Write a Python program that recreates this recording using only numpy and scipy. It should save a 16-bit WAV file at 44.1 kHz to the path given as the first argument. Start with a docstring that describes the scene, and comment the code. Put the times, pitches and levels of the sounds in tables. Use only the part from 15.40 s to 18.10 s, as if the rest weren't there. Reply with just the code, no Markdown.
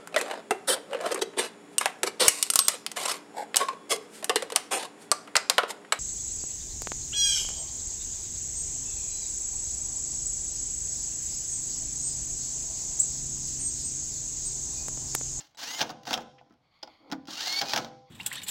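"""A motor run dies away, then a cordless impact driver squeals faintly and whines up to speed on a steel machine.
Its hammer clanks and the frame rings; after a pause with clinks, a rub and knocks comes a second bolt.
The motor is sine tones over gear clicks and hiss; each blow is a burst of noise plus dying frame tones.
Other contacts are made alike, and echoes and quiet air put it all in a small workshop."""
import sys
import numpy as np
from scipy import signal
from scipy.fft import rfft, irfft
from scipy.io import wavfile
from scipy.ndimage import uniform_filter1d

SR = 44100
rng = np.random.default_rng(int(sys.argv[2]) if len(sys.argv) > 2 else 0)


def persist_wave(psi):
    """Save psi, clipped to +-1, as 16-bit WAV."""
    counts = np.round(np.clip(psi, -1, 1) * 32767).astype(np.int16)
    wavfile.write(sys.argv[1], SR, np.atleast_2d(counts).T)


N = 119070  # samples: 2.7 s

# colour of steel cracking on steel: (frequency [Hz], level [dB])
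CRACK_COLOUR = [(60, -24), (200, -38), (530, -13.5), (900, -3.5), (1050, -14.5), (1390, -4.5), (2030, -9.5),
                (2490, -8.5), (2680, -8.5), (3130, -3), (4280, -8.5), (5120, -5.5), (6350, -10),
                (8070, -26), (13400, -31), (15100, -26), (15800, -19)]
# ringing tones of the steel frame: (frequency [Hz], relative level [dB], time to fall 60 dB [s])
FRAME_MODES = [(144, -26.5, 0.45), (231.4, -17, 0.29), (311.5, -21.5, 0.35), (477, -21, .24),
               (506, -19, 0.62), (585.6, -13.5, 0.11), (641, -10, 0.14), (710, 2.5, 0.051),
               (767.5, -0.5, .06), (794, -24, 0.97), (833.7, -1.5, 0.078), (930, -15.5, 0.18),
               (1018, -25, 0.66), (1466, -9, 0.072)]


def undb(db):
    """Turn decibels into a gain."""
    return 10 ** (np.asarray(db) / 20)


def unit(x):
    """Scale a signal to an average (rms) strength of 1."""
    return x / np.sqrt(np.mean(x ** 2) + 1e-20)


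def clock():
    """Give the time of every sample in seconds."""
    return np.arange(N) / SR


def follow(points):
    """Draw straight lines through (time [s], value) points, one value per sample."""
    times, values = np.array(points).T
    return np.interp(clock(), times, values)


def colour(x, points):
    """Filter through (frequency [Hz], level [dB]) points, keeping the power of white noise."""
    hz, db = np.array(points).T
    size = 4096
    f = np.maximum(np.fft.rfftfreq(size, 1 / SR), 1)
    gain = unit(undb(np.interp(np.log(f), np.log(hz), db)))
    # folding the cepstrum makes the filter act only after its input (minimum phase)
    cepstrum = irfft(np.log(gain))
    cepstrum[1:size // 2] *= 2
    cepstrum[size // 2 + 1:] = 0
    response = irfft(np.exp(rfft(cepstrum)))
    return signal.fftconvolve(x, response)[:N]


def walk(rate):
    """Drift smoothly at random with spread 1; a higher rate [Hz] drifts faster."""
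    k = max(int(SR / rate), 1)
    smooth = uniform_filter1d(rng.standard_normal(N), k)
    return unit(uniform_filter1d(smooth, k))


def add(out, start, x):
    """Mix a sound in at a time in seconds."""
    i = max(int(start * SR), 0)
    out[i:i + len(x)] += x[:N - i]


def bursts(hits, decay_s, rise_s=0.00022):
    """Make contact noise that swells and dies at each (time [s], level [dB])."""
    out, t = np.zeros(N), clock()[:SR // 2]
    shape = np.exp(-t / decay_s) * (1 - np.exp(-t / rise_s))
    for start, db in hits:
        add(out, start, undb(db) * shape * rng.standard_normal(len(t)))
    return out


def ring(hits, modes, scatter=.004, rise_s=0.00058):
    """Ring dying sine tones at each (time [s], level [dB]), slightly retuned by every hit."""
    hz, db, t60 = np.array(modes).T[:, :, None]
    out, t = np.zeros(N), clock()[:SR // 3]
    share = undb(db) / np.linalg.norm(undb(db))
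    fade = share * np.exp(-np.log(1000) * t / t60) * (1 - np.exp(-t / rise_s))
    for start, level in hits:
        detune, angle = rng.standard_normal((2, len(hz), 1))
        tones = np.sin(2 * np.pi * hz * (1 + scatter * detune) * t + angle)
        add(out, start, undb(level) * np.sum(fade * tones, axis=0))
    return out


def motor():
    """Motor speed sets the whine's pitch and the gear-click rate; the fan hisses and the gear case rings."""
    # loudness in each trigger pull: (time [s], rattle level [dB], whine level [dB]), before flicker and trims
    pulls = [
        [(0, -47.5, -43), (.065, -61, -80), (.14, -79, -85)],
        [(.172, -49, -65), (.19, -43, -40), (.23, -39, -38.5), (.27, -39, -37), (.31, -38, -32.5),
         (.378, -41.5, -34.5), (.395, -31.5, -49), (.44, -50.5, -60.5), (.52, -52, -79)],
        [(.652, -55.5, -74), (.675, -39, -40), (.73, -45, -33), (.765, -50.5, -54), (.83, -59, -77)],
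        [(1.872, -47.5, -83.5), (1.89, -48.5, -53), (1.93, -38.5, -44), (1.955, -44.5, -49),
         (1.99, -37.5, -33.5), (2.04, -35.5, -38), (2.082, -36.5, -35), (2.135, -36, -28.5),
         (2.174, -37, -30.5), (2.196, -35.5, -24), (2.207, -39.5, -58), (2.245, -44, -50.5),
         (2.305, -35.5, -37.5), (2.33, -38.5, -42), (2.39, -43.5, -64), (2.45, -56, -65), (2.49, -63, -77)],
    ]
    # motor speed in each trigger pull: (time [s], speed [turns per s])
    speeds = [
        [(0, 150), (.14, 20)],
        [(.172, 60), (.19, 190), (.22, 292), (.245, 335), (.292, 392), (.33, 413), (.376, 432), (.395, 410),
         (.44, 170), (.52, 40)],
        [(.652, 50), (.675, 200), (.70, 280), (.73, 300), (.83, 40)],
        [(1.872, 50), (1.89, 150), (1.93, 230), (1.99, 295), (2.03, 368), (2.064, 411), (2.085, 425),
         (2.135, 442), (2.2, 460), (2.24, 486), (2.305, 510), (2.39, 260), (2.49, 40)],
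    ]
    # tones of motor and gears: [multiples of the motor speed]
    orders = [2.48, 4.96, 7.2, 8, 9.9, 12, 16, 20, 24, 28, 32, 36]
    # strength of those tones, one row per bolt: [dB]
    order_levels = [
        [-24.5, -14, -14.5, -26.5, -26, -15.5, -11.5, -26.5, -28, -37.5, -28.5, -30],
        [-30, -10, -22.5, -18.5, -9.5, -17.5, -33, -31, -33, -30.5, -32, -41],
    ]
    # colour of the gear rattle and fan hiss: (frequency [Hz], level [dB])
    rattle_colour = [(59, -43.5), (100, -21.5), (163, -20.5), (307, -4), (380, -25), (450, -12), (522, -16),
                     (568, -10), (832, -2), (1070, -12), (1470, -5.5), (2610, -13), (2900, -3), (3370, -6),
                     (3990, -4), (6490, -6), (8190, -19), (12800, -28), (15800, -17)]
    second_bolt_s = 1.5
    full_speed = 430  # turns per second
    whine_law = .8  # how strongly the whine grows with speed
    clicks_db, air_db, gear_scatter_db = -4.5, -2.5, 5
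    case_hz, case_width_hz, case_db = 4400, 1000, (-36.5, -2)  # one case level per bolt
    out, t = np.zeros(N), clock()
    for speed_points, pull in zip(speeds, pulls):
        s, rattle_db, whine_db = np.array(pull).T
        bolt = int(s[0] > second_bolt_s)
        on = (t >= s[0]) & (t < s[-1])
        speed = follow(speed_points) * (1 + .002 * walk(120))  # slight shaft wobble
        turns = np.cumsum(speed) / SR

        whine = np.zeros(N)
        for order, db in zip(orders, order_levels[bolt]):
            flicker = undb(db + 1.5 * walk(90)[on])
            whine[on] += np.sqrt(2) * flicker * np.sin(2 * np.pi * order * turns[on])
        whine *= undb(np.interp(t, s, whine_db)) * (speed / full_speed) ** whine_law

        teeth_per_turn = orders[1]
        teeth = np.diff(np.floor(turns * teeth_per_turn), prepend=0)
        uneven = unit(rng.standard_normal(N) * undb(gear_scatter_db * rng.standard_normal(N)))
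        # the factor gives the sparse clicks strength 1 at full speed
        clicks = teeth * uneven * np.sqrt(SR / (teeth_per_turn * full_speed))
        rattle = undb(clicks_db) * clicks + undb(air_db) * rng.standard_normal(N)
        rattle *= undb(np.interp(t, s, rattle_db) + 2.26 * walk(160))

        sound = colour(rattle * on, rattle_colour) + whine
        case = signal.lfilter(*signal.iirpeak(case_hz, case_hz / case_width_hz, fs=SR), sound)
        out += sound + undb(case_db[bolt]) * case
    return out


def hammer():
    """Steel cracks on steel and the bolt passes each blow into the frame and its panels."""
    # hammer blows and socket rattles: (time [s], crack level [dB], frame level [dB]), before the trims below
    blows = np.array([(0.393, -21, -31), (0.4069, -16, -44), (0.4109, -14, -24.5), (0.4146, -11.5, -44),
                      (0.4189, -24.5, -46), (0.4219, -18, -29), (0.4266, -18, -43), (0.4933, -29.5, -31.5),
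                      (0.5023, -27, -46), (0.6534, -34.5, -52), (0.6704, -27, -34.5), (0.6764, -27.5, -34),
                      (0.7078, -19, -26), (0.7299, -12, -31.5), (0.7339, -18, -50), (0.7392, -11.5, -36.5),
                      (0.7419, -23, -35), (0.7474, -23.5, -59), (0.7759, -24.5, -31), (2.2119, -23, -35.5),
                      (2.2146, -12, -36.5), (2.2209, -20, -33.5), (2.2284, -41, -28.5), (2.3341, -10, -36),
                      (2.3369, -20.5, -43.5), (2.3406, -21, -25), (2.3612, -11, -30.5), (2.3649, -20, -29),
                      (2.3751, -10.5, -39), (2.3824, -19, -26), (2.4464, -29.5, -42)])
    # dense, quickly damped ringing of the panels: (frequency [Hz], level [dB])
    panel_colour = [(40, -47.5), (90, -26.5), (125, -11), (175, -12.5), (235, -1.5), (310, -3), (390, -13),
                    (520, -9.5), (730, 1), (870, -3.5), (1050, -7), (1500, -7), (2500, -30.5),
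                    (8000, -64.5)]
    crack_hits, frame_hits = blows[:, [0, 1]], blows[:, [0, 2]]
    crack = colour(bursts(crack_hits, decay_s=0.0027), CRACK_COLOUR)
    frame = ring(frame_hits, FRAME_MODES)
    # the panels take a moment to build up
    panels = colour(bursts(frame_hits, decay_s=0.015, rise_s=0.0024), panel_colour)
    return undb(-5) * crack + undb(1.5) * frame + undb(-3) * panels


def squeal():
    """Pulsed current makes the windings sing for a moment just before the motor turns."""
    # steady high tones: (frequency [Hz], level [dB])
    partials = [(3900, -0.5), (7800, -4), (11700, -28)]
    start_s, length_s, level_db = 0.15, 0.013, -59.5
    t = clock()
    swell = np.sin(np.pi * np.clip((t - start_s) / length_s, 0, 1))
    tones = sum(undb(db) * np.sin(2 * np.pi * hz * t) for hz, db in partials)
    return undb(level_db) * swell * tones


def knocking():
    """The tool knocks the machine: a bright tick, a low thud and a ringing frame."""
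    # knocks: (time [s], tick level [dB], frame level [dB], thud level [dB]), before the trims below
    knocks = np.array([(0.147, -41.5, -54.5, -81), (.633, -32.5, -69.5, -73), (1.012, -54, -47.5, -75),
                       (1.064, -70, -83, -65), (1.097, -54.5, -79, -70.5), (1.107, -56, -78, -59.5),
                       (1.1234, -50, -64, -64.5), (1.138, -52, -66, -70), (1.286, -71, -77.5, -80),
                       (1.39, -55, -72, -86.5), (1.70, -37, -51, -49.5), (1.715, -19.5, -42.5, -57),
                       (1.7222, -15, -27, -33), (1.729, -22.5, -51, -35), (1.854, -39, -81, -93),
                       (1.872, -31, -85, -76), (1.883, -29, -58, -38.5)])
    # colour of the low thud: (frequency [Hz], level [dB])
    thud_colour = [(30, -44), (70, -23.5), (150, -15), (230, 0.5), (300, 0.5), (420, -16), (650, -10.5),
                   (900, -15), (1400, -11.5), (2500, -28.5), (6000, -58)]
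    tick = colour(bursts(knocks[:, [0, 1]], decay_s=0.0026), CRACK_COLOUR)
    thud = colour(bursts(knocks[:, [0, 3]], decay_s=0.0098), thud_colour)
    frame = ring(knocks[:, [0, 2]], FRAME_MODES)
    return undb(-12) * tick + undb(3.5) * thud + frame


def clinking():
    """The socket touches steel: its own short tones ring, with a crack, a dull body and the frame."""
    # touches: (time [s], socket level [dB], frame level [dB]), before the trims below
    clinks = np.array([(1.428, -40.5, -50), (1.431, -31, -38.5), (1.475, -49, -45)])
    # ringing tones of the socket: (frequency [Hz], relative level [dB], time to fall 60 dB [s])
    socket_modes = [(1500, -23, 0.025), (2950, -15, 0.051), (3370, -3.5, 0.016), (3648, -3.5, 0.021),
                    (4180, -9, 0.013), (4470, -0.5, 0.017), (4990, 7, 0.017), (5600, -1, 0.015),
                    (6200, -24, 0.028)]
    # colour of the dull body of a clink: (frequency [Hz], level [dB])
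    clink_colour = [(60, -43.5), (170, -22), (240, 1.5), (330, -2.5), (450, -11), (750, 0.5), (1100, -5.5),
                    (2500, -26.5), (6000, -57)]
    socket_hits, frame_hits = clinks[:, [0, 1]], clinks[:, [0, 2]]
    socket = ring(socket_hits, socket_modes, scatter=0.0016, rise_s=0.00025)
    crack = colour(bursts(socket_hits, decay_s=.003), CRACK_COLOUR)
    body = colour(bursts(frame_hits, decay_s=0.0098), clink_colour)
    frame = ring(frame_hits, FRAME_MODES)
    return undb(6) * socket + undb(-6) * crack + undb(-2.5) * body + frame


def grip():
    """The plastic grip ticks: a short burst of coloured noise."""
    # ticks: (time [s], level [dB])
    ticks = [(.9825, -52)]
    # colour of the plastic: (frequency [Hz], level [dB])
    plastic_colour = [(200, -30), (1400, -7), (2000, 0.5), (3100, -0.5), (3800, -13), (6000, -18),
                      (8000, -57)]
    return colour(bursts(ticks, decay_s=0.0094), plastic_colour)


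def rub():
    """Dull friction noise swells as the tool is brought down on the bolt."""
    # loudness of the rub: (time [s], level [dB])
    rub_level = [(1.58, -72), (1.64, -59.5), (1.70, -55), (1.73, -48.5), (1.76, -90)]
    # colour of the rub: (frequency [Hz], level [dB])
    rub_colour = [(60, -44), (150, -17), (280, 5.5), (450, -1.5), (800, -3), (1300, -13), (2500, -52)]
    t = clock()
    on = (t > rub_level[0][0]) & (t < rub_level[-1][0])
    return colour(rng.standard_normal(N), rub_colour) * undb(follow(rub_level)) * on


def workshop(x, room_db):
    """Add quick reflections inside the machine, then a room tail that fades at its own pace in each band."""
    # workshop echo: (frequency [Hz], level [dB], time to fall 60 dB [s])
    echo_bands = [(60, -2.5, .7), (126, 3.5, 0.77), (216, -2, 0.42), (358, 0.5, 0.48), (800, -11.5, 0.49),
                  (1980, -13, 0.39), (4960, -25, 0.87), (8000, -21, 0.55), (14750, -24.5, 0.16)]
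    t = clock()[:SR]
    hz, db, t60 = np.array(echo_bands).T
    f = np.log(np.maximum(np.fft.rfftfreq(SR, 1 / SR), 1))
    noise = rfft(rng.standard_normal(SR))
    early = rng.standard_normal(SR) * np.exp(-t / 0.013) * (t > .001)
    echo = undb(-11) * unit(early)
    # each row of the identity matrix picks out one band
    for k, share in enumerate(np.eye(len(hz))):
        band = irfft(noise * np.interp(f, np.log(hz), share))
        fade = np.exp(-np.log(1000) * t / t60[k]) * (1 - np.exp(-t / 0.0041))
        echo += undb(db[k] + room_db) * band * unit(fade)
    return x + signal.fftconvolve(x, echo / np.sqrt(SR))[:N]


def hollow_hiss():
    """Faint, flickering coloured noise passes while the tool is lifted across."""
    # loudness of the hiss, before flicker: (time [s], level [dB])
    hiss_level = [(1.21, -84.5), (1.28, -73), (1.42, -67), (1.54, -63.5), (1.62, -72), (1.72, -68.5),
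                  (1.85, -77)]
    # hollow colour with peaks and dips: (frequency [Hz], level [dB])
    hiss_colour = [(200, -3), (700, -12.5), (1150, 6), (1650, -14), (2200, 6.5), (2750, -11), (3300, 3),
                   (3850, -8), (4500, 5), (5100, -14.5), (5600, -16), (6100, -26), (6600, -16), (7500, -31)]
    return colour(rng.standard_normal(N), hiss_colour) * undb(follow(hiss_level) + 3.1 * walk(28))


def background():
    """Quiet workshop air: steady coloured noise that slowly drifts in level."""
    # colour of the air: (frequency [Hz], level [dB])
    air_colour = [(20, -24), (70, -2.5), (140, 0.5), (280, -16), (500, -9.5), (780, -5), (1100, -13),
                  (2200, -19), (4500, -24), (6500, -32), (9000, -41.5), (15800, -44.5)]
    return colour(rng.standard_normal(N), air_colour) * undb(-72 + 3.6 * walk(2))


def scene():
    """Put the driver and its handling in the room, over the background."""
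    driver = workshop(motor() + squeal() + hammer(), room_db=0)
    handling = workshop(knocking() + clinking() + grip() + rub(), room_db=-4.5)
    return (driver + handling + hollow_hiss() + background())[None]


def record(dry):
    """Cut the top of the treble above 15.9 kHz with a steep low-pass filter."""
    return signal.sosfilt(signal.ellip(10, .2, 80, 15900, fs=SR, output="sos"), dry)


dry = scene()
out = record(dry)
persist_wave(out)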